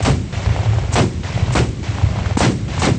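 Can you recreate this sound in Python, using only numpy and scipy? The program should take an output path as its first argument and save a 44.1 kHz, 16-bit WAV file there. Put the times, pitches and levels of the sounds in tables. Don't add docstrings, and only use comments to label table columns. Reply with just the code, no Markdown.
import sys
import numpy as np
from scipy import signal
from scipy.fft import rfft, irfft
from scipy.io import wavfile
from scipy.ndimage import uniform_filter1d

SR = 44100
rng = np.random.default_rng(int(sys.argv[2]) if len(sys.argv) > 2 else 0)


def volts_from_db(level):
    exponent = np.asarray(level, float) / 20
    return 10 ** exponent


def dump_mix(stems):
    frames = np.atleast_2d(stems).T
    limited = np.clip(frames, -1, 1)
    pcm = np.round(limited * 32767).astype(np.int16)
    wavfile.write(sys.argv[1], SR, pcm)


N = 131418

# f/Hz, level/dB per Hz
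FIELD_SPECTRUM = [(260, -34), (450, -8), (523, -7.5), (1510, -14.5), (4010, -17), (6640, -21), (9090, -19),
                  (11800, -47.5), (20000, -120)]
# f/Hz, level/dB per Hz
RUMBLE_SPECTRUM = [(15, -45), (25, -6.5), (107, 5.5), (131, -8), (152, -4.5), (230, -20), (254, -34),
                   (284, -39.5), (500, -28), (650, -44.5), (1100, -120)]
# t/s, level/dB
RUMBLE_LEVEL = [(0, -16), (.17, -24.5), (.3, -24), (.45, -21.5), (.8, -23.5), (.95, -19), (1.15, -27),
                (1.3, -24), (1.53, -19), (1.72, -24.5), (1.86, -23.5), (2.18, -19), (2.36, -26.5),
                (2.42, -20), (2.6, -27), (2.8, -18.5), (2.98, -26)]
# t/s, peak level/dB, f/Hz, length/s
BOOMS = [(0.0409, -7, 108, 0.005), (0.0607, -11, 104, 0.0039), (0.1044, -4.5, 112, 0.0082),
         (0.1187, -10, 130, 0.0082), (0.1399, -8, 104, 0.0057), (0.3744, -13.5, 90, 0.0067),
         (0.4023, -15, 99, 0.0096), (0.4433, -14.5, 94, 0.0088), (0.4752, -6, 97, 0.0067),
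         (0.4936, -8.5, 99, 0.0027), (0.5123, -5.5, 92, 0.0067), (0.5297, -15, 114, 0.0039),
         (0.6027, -12, 104, 0.01), (0.6402, -10.5, 97, 0.005), (0.6837, -12, 107, 0.019),
         (0.7401, -16.5, 112, 0.052), (0.773, -10, 94, 0.008), (0.9663, -15, 98, 0.0063),
         (1.0001, -16, 110, 0.0036), (1.0126, -6, 116, 0.0084), (1.0591, -13.5, 112, 0.014),
         (1.1792, -14, 98, 0.0099), (1.2495, -17, 106, 0.0061), (1.3641, -10, 118, 0.0074),
         (1.391, -11, 101, 0.0027), (1.4305, -3.5, 99, 0.005), (1.4975, -8.5, 97, 0.0039),
         (1.5304, -21, 92, 0.0032), (1.5632, -10, 116, 0.0048), (1.5948, -10.5, 112, 0.0035),
         (1.6211, -7, 122, 0.013), (1.8962, -13, 104, 0.0096), (2.0406, -3.5, 102, 0.0052),
         (2.0691, -10.5, 94, 0.02), (2.1778, -9, 100, 0.009), (2.2685, -8.5, 88, 0.0057),
         (2.3194, -8.5, 98, 0.0062), (2.3578, -10.5, 93, 0.0087), (2.4772, -7.5, 121, 0.015),
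         (2.6373, -13, 114, 0.0079), (2.8947, -12, 133, 0.0092), (2.9196, -4.5, 122, 0.0047)]
# t/s, level/dB, hold/s
VOLLEYS = [
    (0.001, -45, .02),
    (.56, -43, 0.2),
    (1.38, -44.5, 0.037),
    (2.149, -36, 0.24),
    (2.722, -33, 0.067),
]
# f/Hz, level/dB per Hz
ECHO_SPECTRUM = [(180, -30), (300, -8), (677, -2.5), (1290, -9.5), (1420, -10.5), (2210, -10), (7440, -21),
                 (8590, -34), (9090, -51), (11800, -83), (20000, -120)]
# t/s, peak level/dB, f/Hz
POPS = [(0.003, -8.5, 605), (0.4585, -9.5, 940), (0.491, -15.5, 760), (0.5605, -9.5, 720),
        (0.5885, -12.5, 800), (0.631, -9.5, 704), (0.657, -10.5, 780), (0.7315, -12, 800),
        (0.783, -10.5, 686), (0.927, -13, 800), (1.374, -10, 590), (1.4795, -13, 680), (1.505, -11, 880),
        (1.9825, -10.5, 990), (2.014, -13.5, 900), (2.087, -18, 600), (2.157, -12, 710), (2.186, -9.5, 910),
        (2.258, -7.5, 1290), (2.2615, -16, 1320), (2.308, -11, 710), (2.777, -9.5, 930)]
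# t/s, peak level/dB, f/Hz
SPITS = [
    (2.3692, -2.5, 895),
    (2.3716, -6, 1000),
]
# start t/s, end t/s, level/dB, rise/dB
JETS = [
    (0.02, 0.031, -24.5, 7),
    (0.915, 0.941, -21.5, 15.5),
    (1.515, 1.542, -23.5, 14),
    (2.369, 2.375, -23.5, -3.5),
    (2.382, 2.407, -26.5, -4),
    (2.788, 2.802, -23, 15),
]
# f/Hz, level/dB per Hz
JET_SPECTRUM = [(470, -29), (800, 2), (2600, -8), (4890, -6.5), (7120, -2), (9090, -6), (11800, -44),
                (20000, -120)]
# t/s, roar level/dB, hold/s, echo level/dB
SHOTS = [
    (-.42, -19.5, .04, -32.5),
    (0.047, -16, 0.016, -30),
    (0.954, -15, 0.025, -30.5),
    (1.551, -16.5, 0.018, -31.5),
    (2.402, -15.5, 0.037, -31.5),
    (2.817, -16, 0.035, -34.5),
]
# f/Hz, level/dB per Hz
ROAR_SPECTRUM = [(82, -27), (140, -4.5), (281, -5), (528, -10), (686, -7), (1590, -17), (1920, -16.5),
                 (7240, -24.5), (9090, -44.5), (11800, -73.5), (20000, -120)]
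# f/Hz, rise/s
ROAR_RISE = [(150, .04), (280, .022), (600, .003), (8000, .002)]
# f/Hz, hold/s
ROAR_LINGER = [(150, 0.023), (280, 0.034), (700, 0.021), (8000, 0.0038)]
# f/Hz, t60/s
ROAR_FADE = [(150, 0.34), (280, 0.29), (700, 0.19), (2500, 0.21), (8000, 0.31)]
# f/Hz, level/dB
TAIL_LEVEL = [(150, -6), (300, -11.5), (700, -25), (8000, -20.5)]
# f/Hz, t60/s
TAIL_FADE = [(300, 3.3), (700, 0.75), (8000, 1.6)]
# t/s, peak level/dB, f/Hz, length/s
THUDS = [(0.0685, -12, 295, 0.0015), (0.0812, -10, 278, 0.0036), (0.089, -4, 260, 0.0015),
         (0.1001, -4.5, 217, 0.0014), (0.1048, -14, 233, 0.0014), (0.1063, -9, 238, 0.0016),
         (0.1113, -8, 233, 0.001), (0.975, -14.5, 323, 0.0019), (0.997, -7.5, 222, 0.003),
         (1.0199, -18, 221, 0.0027), (1.0359, -16, 270, 0.0013), (1.0419, -13.5, 240, 0.0041),
         (1.555, -7, 316, 0.0014), (1.5909, -12, 274, 0.0017), (1.5976, -3.5, 271, 0.00091),
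         (1.6028, -6.5, 284, 0.0018), (1.6079, -8, 290, 0.00099), (2.3744, -4.5, 250, 0.0025),
         (2.406, -10.5, 348, 0.0012), (2.436, -14, 230, 0.003), (2.449, -6.5, 248, 0.0029),
         (2.464, -18, 303, 0.00092), (2.5, -7, 262, 0.0025), (2.8546, -11, 271, 0.001),
         (2.867, -13, 265, 0.0038), (2.878, -11, 288, 0.0021), (2.89, -9, 267, 0.0015),
         (2.8957, -8.5, 267, 0.0042)]
# t/s, peak level/dB, f/Hz
CRACKS = [(.051, -17, 880), (.0757, -7.5, 820), (.0866, -13, 860), (.9566, -7.5, 780), (.9618, -15, 830),
          (.9744, -15, 857), (.9851, -4, 705), (.9879, -11, 760), (1.5523, -8, 910), (1.5588, -2.5, 714),
          (1.5682, -7, 920), (1.5714, -12, 841), (2.3754, -8, 342), (2.4067, 0, 640), (2.411, -14, 795),
          (2.4325, -9, 910), (2.4507, -21, 900), (2.8216, -4, 820), (2.8251, -13, 1033)]
# t/s, length/s, level/dB
LULLS = [
    (0.04, .008, 0.5),
    (0.96, 0.01, 1),
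    (1.55, 0.01, -8),
    (2.357, .022, -2),
    (2.3686, 0.0086, -9),
    (2.805, 0.0033, -11),
]
# t/s, level/dB
OVERLOADS = [
    (.9953, -35),
    (2.376, -35),
    (2.4075, -52),
]
# low f/Hz, high f/Hz, limit level/dB re usual
STRIPS = [(7950, 8200, -4), (8200, 8450, -8), (8450, 8750, -6), (8750, 9500, 0)]


def at_hz(points, hz):
    table_hz, values = np.transpose(points)
    return np.interp(np.log(hz), np.log(table_hz), values)


def rms_one(x):
    return x / np.sqrt(np.mean(x ** 2) + 1e-20)


def drift(rate):
    r = np.exp(-80 * np.pi * rate / SR)
    white = rng.standard_normal(N // 40 + 1002)
    slow = signal.lfilter([1], [1, -2 * r, r * r], white)[1000:]
    return np.interp(np.arange(N) / 40, np.arange(len(slow)), rms_one(slow))


def bands(spectrum, patchy_db, rate):
    edges = 24 * 2 ** np.arange(0, 9.1, .5)
    centres = np.sqrt(edges[1:] * edges[:-1])
    low, high = spectrum[0][0], spectrum[-1][0]
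    inside = (centres > low / 1.2) * (centres < high * 1.2)
    gains = volts_from_db(at_hz(spectrum, centres)) * np.sqrt(np.diff(edges)) * inside
    gains = gains / np.sqrt(np.sum(gains ** 2))
    white, together = rng.standard_normal((2, N)), drift(rate)
    for k, hz in enumerate(centres):
        if gains[k] > 0:
            band_pass = signal.butter(2, edges[k:k + 2], "band", fs=SR, output="sos")
            band = rms_one(signal.sosfilt(band_pass, white[k % 2]))
            flicker = volts_from_db(patchy_db * (0.55 * together + 1.09 * drift(rate)))
            yield hz, gains[k] * band * flicker


def swell(t, rise_s, hold_s, t60):
    falling = np.clip(t - rise_s - hold_s, 0, None)
    return np.clip(t / rise_s, 0, 1) * volts_from_db(-60 * falling / t60)


def field():
    return volts_from_db(-40.5) * sum(band for _, band in bands(FIELD_SPECTRUM, 0.56, 20.5))


def rumble(t):
    level = volts_from_db(np.interp(t, *np.transpose(RUMBLE_LEVEL)))
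    return level * sum(band for _, band in bands(RUMBLE_SPECTRUM, 2, 28.0))


def bursts(t, rows):
    out = np.zeros(N)
    for s, db, hz, length in rows:
        near = slice(max(int((s - 5 * length) * SR), 0), int((s + 5 * length) * SR))
        since = t[near] - s
        width = np.where(since < 0, 0.7 * length, length)
        out[near] += volts_from_db(db) * np.cos(2 * np.pi * hz * since) * np.exp(-(since / width) ** 2 / 2)
    return out


def crackle():
    per_s, spread_db = 81, 2.5
    sizes = volts_from_db(spread_db * np.minimum(rng.exponential(1, N), 3)) * (rng.random(N) < per_s / SR)
    dealt, out = rng.integers(0, 8, N), 0
    for k, hz in enumerate(np.geomspace(380, 1500, 8)):
        r, w = volts_from_db(-60 * hz / (9.0 * SR)), 2 * np.pi * hz / SR
        hits = sizes * (dealt == k) + 1e-18
        out = out + signal.lfilter([0, np.sin(w)], [1, -2 * r * np.cos(w), r * r], hits)
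    return rms_one(out)


def echoes(t):
    trees_s, trees_rise_s, trees_t60_s = .277, .003, 4.0
    hills_s, hills_rise_s, hills_t60_s = 0.38, 0.049, 3.5
    hills_db, hills_tilt_db, crackle_db = -3.5, -4.5, -6
    starts = np.array([row[0] for row in SHOTS] + [np.inf])
    trees, hills = 0, 0
    for k, (s, _, _, db) in enumerate(SHOTS):
        heard = np.clip((starts[k + 1] + 0.13 - t) / 0.047, 0, 1)
        trees = trees + volts_from_db(db) * heard * swell(t - s - trees_s, trees_rise_s, 0.076, trees_t60_s)
        hills = hills + volts_from_db(db + hills_db) * heard * swell(t - s - hills_s, hills_rise_s, 0.29, hills_t60_s)
    volleys = sum(volts_from_db(db) * swell(t - s, 0.016, hold, 0.23) for s, db, hold in VOLLEYS)
    trees = np.hypot(trees, volleys)
    out = volts_from_db(crackle_db) * hills * crackle()
    for hz, band in bands(ECHO_SPECTRUM, 1.5, 79.0):
        dull_hills = hills * volts_from_db(hills_tilt_db * np.log2(hz / 1000))
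        out = out + band * np.hypot(trees, dull_hills)
    return out


def pops():
    lag_s, rise_s, cycles, level_db = .002, 0.00067, 1.87, 3
    puff_db, puff_s = -14, 0.0065
    out, t = np.zeros(N + 2000), np.arange(2000) / SR
    rows = list(POPS) + list(SPITS)
    puffs = signal.lfilter([.12], np.poly([.7, .6]), rng.standard_normal((len(rows), 2000)))
    for (s, db, hz), puff in zip(rows, puffs):
        push = np.sin(2 * np.pi * hz * t) * volts_from_db(-60 * t * hz / (2.9 * cycles))
        breath = volts_from_db(puff_db) * puff * np.exp(-t / puff_s)
        report = volts_from_db(db + level_db) * np.minimum(t / rise_s, 1) * (push + breath)
        out[int((s + lag_s) * SR):][:2000] += report
    return out[:N]


def jets(t):
    shape = 0
    for s, end, db, rise_db in JETS:
        growth = volts_from_db(db - rise_db * np.clip((end - t) / (end - s), 0, 1))
        onset = np.clip((t - s) / 0.0083, 0, 1)
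        fall = np.exp(-np.clip(t - end, 0, None) / 0.01)
        shape = shape + growth * onset * fall
    return shape * sum(band for _, band in bands(JET_SPECTRUM, 1.0, 80.0))


def roar(t):
    out, coarse = 0, t[::16]
    for hz, band in bands(ROAR_SPECTRUM, 1.2, 98.0):
        rise, linger, fade = at_hz(ROAR_RISE, hz), at_hz(ROAR_LINGER, hz), at_hz(ROAR_FADE, hz)
        tail_gain, tail_fade = volts_from_db(at_hz(TAIL_LEVEL, hz)), at_hz(TAIL_FADE, hz)
        shape = 0
        for s, db, hold, _ in SHOTS:
            blast = swell(coarse - s, rise, hold + linger, fade)
            tail = tail_gain * swell(coarse - s, .03, 0, tail_fade)
            shape = shape + volts_from_db(db) * (blast + tail)
        out = out + band * np.interp(t, coarse, shape)
    return out


def cracks(t):
    return bursts(t, [(s, db, hz, 0.45 / hz) for s, db, hz in CRACKS])


def lulls(t):
    return volts_from_db(sum(db * np.clip((t - s + length) / .005, 0, 1) * (t < s) for s, length, db in LULLS))


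def scene():
    t = np.arange(N) / SR
    air_loss = signal.cheby1(4, 1, 7500, fs=SR, output="sos")
    far = signal.sosfilt(air_loss, echoes(t) + field())
    ducked = far + rumble(t) + bursts(t, list(BOOMS) + list(THUDS)) + jets(t)
    return (lulls(t) * ducked + pops() + cracks(t) + roar(t))[None]


def drop_strips(x):
    block, whim_db = 1024, 6
    spectrum, hz, out = rfft(x), np.arange(N // 2 + 1) * SR / N, x.copy()
    for low, high, db in STRIPS:
        strip = irfft(spectrum * (hz >= low) * (hz < high), N)
        level = np.sqrt(uniform_filter1d(strip ** 2, size=4 * block) + 1e-18)
        limit = np.median(level) * volts_from_db(db + whim_db * drift(4.0))
        faint = (level < limit)[np.arange(N) // block * block]
        fade = uniform_filter1d(faint * 1., size=block // 2)
        out = out - strip * uniform_filter1d(fade, size=block // 2)
    return out


def low_pass(x):
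    return signal.sosfilt(signal.butter(12, 15800, fs=SR, output="sos"), x)


def record(dry):
    presence_hz, presence_width_hz, presence_db = 2180, 730, -8
    top, clip, cutoff_hz = .8, .76, 9300
    bass_cut = signal.butter(4, 41, "high", fs=SR, output="sos")
    x = signal.sosfiltfilt(bass_cut, dry)
    peak = signal.iirpeak(presence_hz, presence_hz / presence_width_hz, fs=SR)
    x = x + volts_from_db(presence_db) * signal.lfilter(*peak, x)
    treble_cut = signal.cheby2(20, 90, cutoff_hz + 300, fs=SR, output="sos")
    x = signal.sosfilt(treble_cut, top * np.tanh(x / top))
    x = np.clip(drop_strips(x[0]), -clip, clip)[None]
    for s, db in OVERLOADS:
        x[:, int(s * SR)] -= volts_from_db(db)
    return low_pass(x)


dry = scene()
out = record(dry)
dump_mix(out)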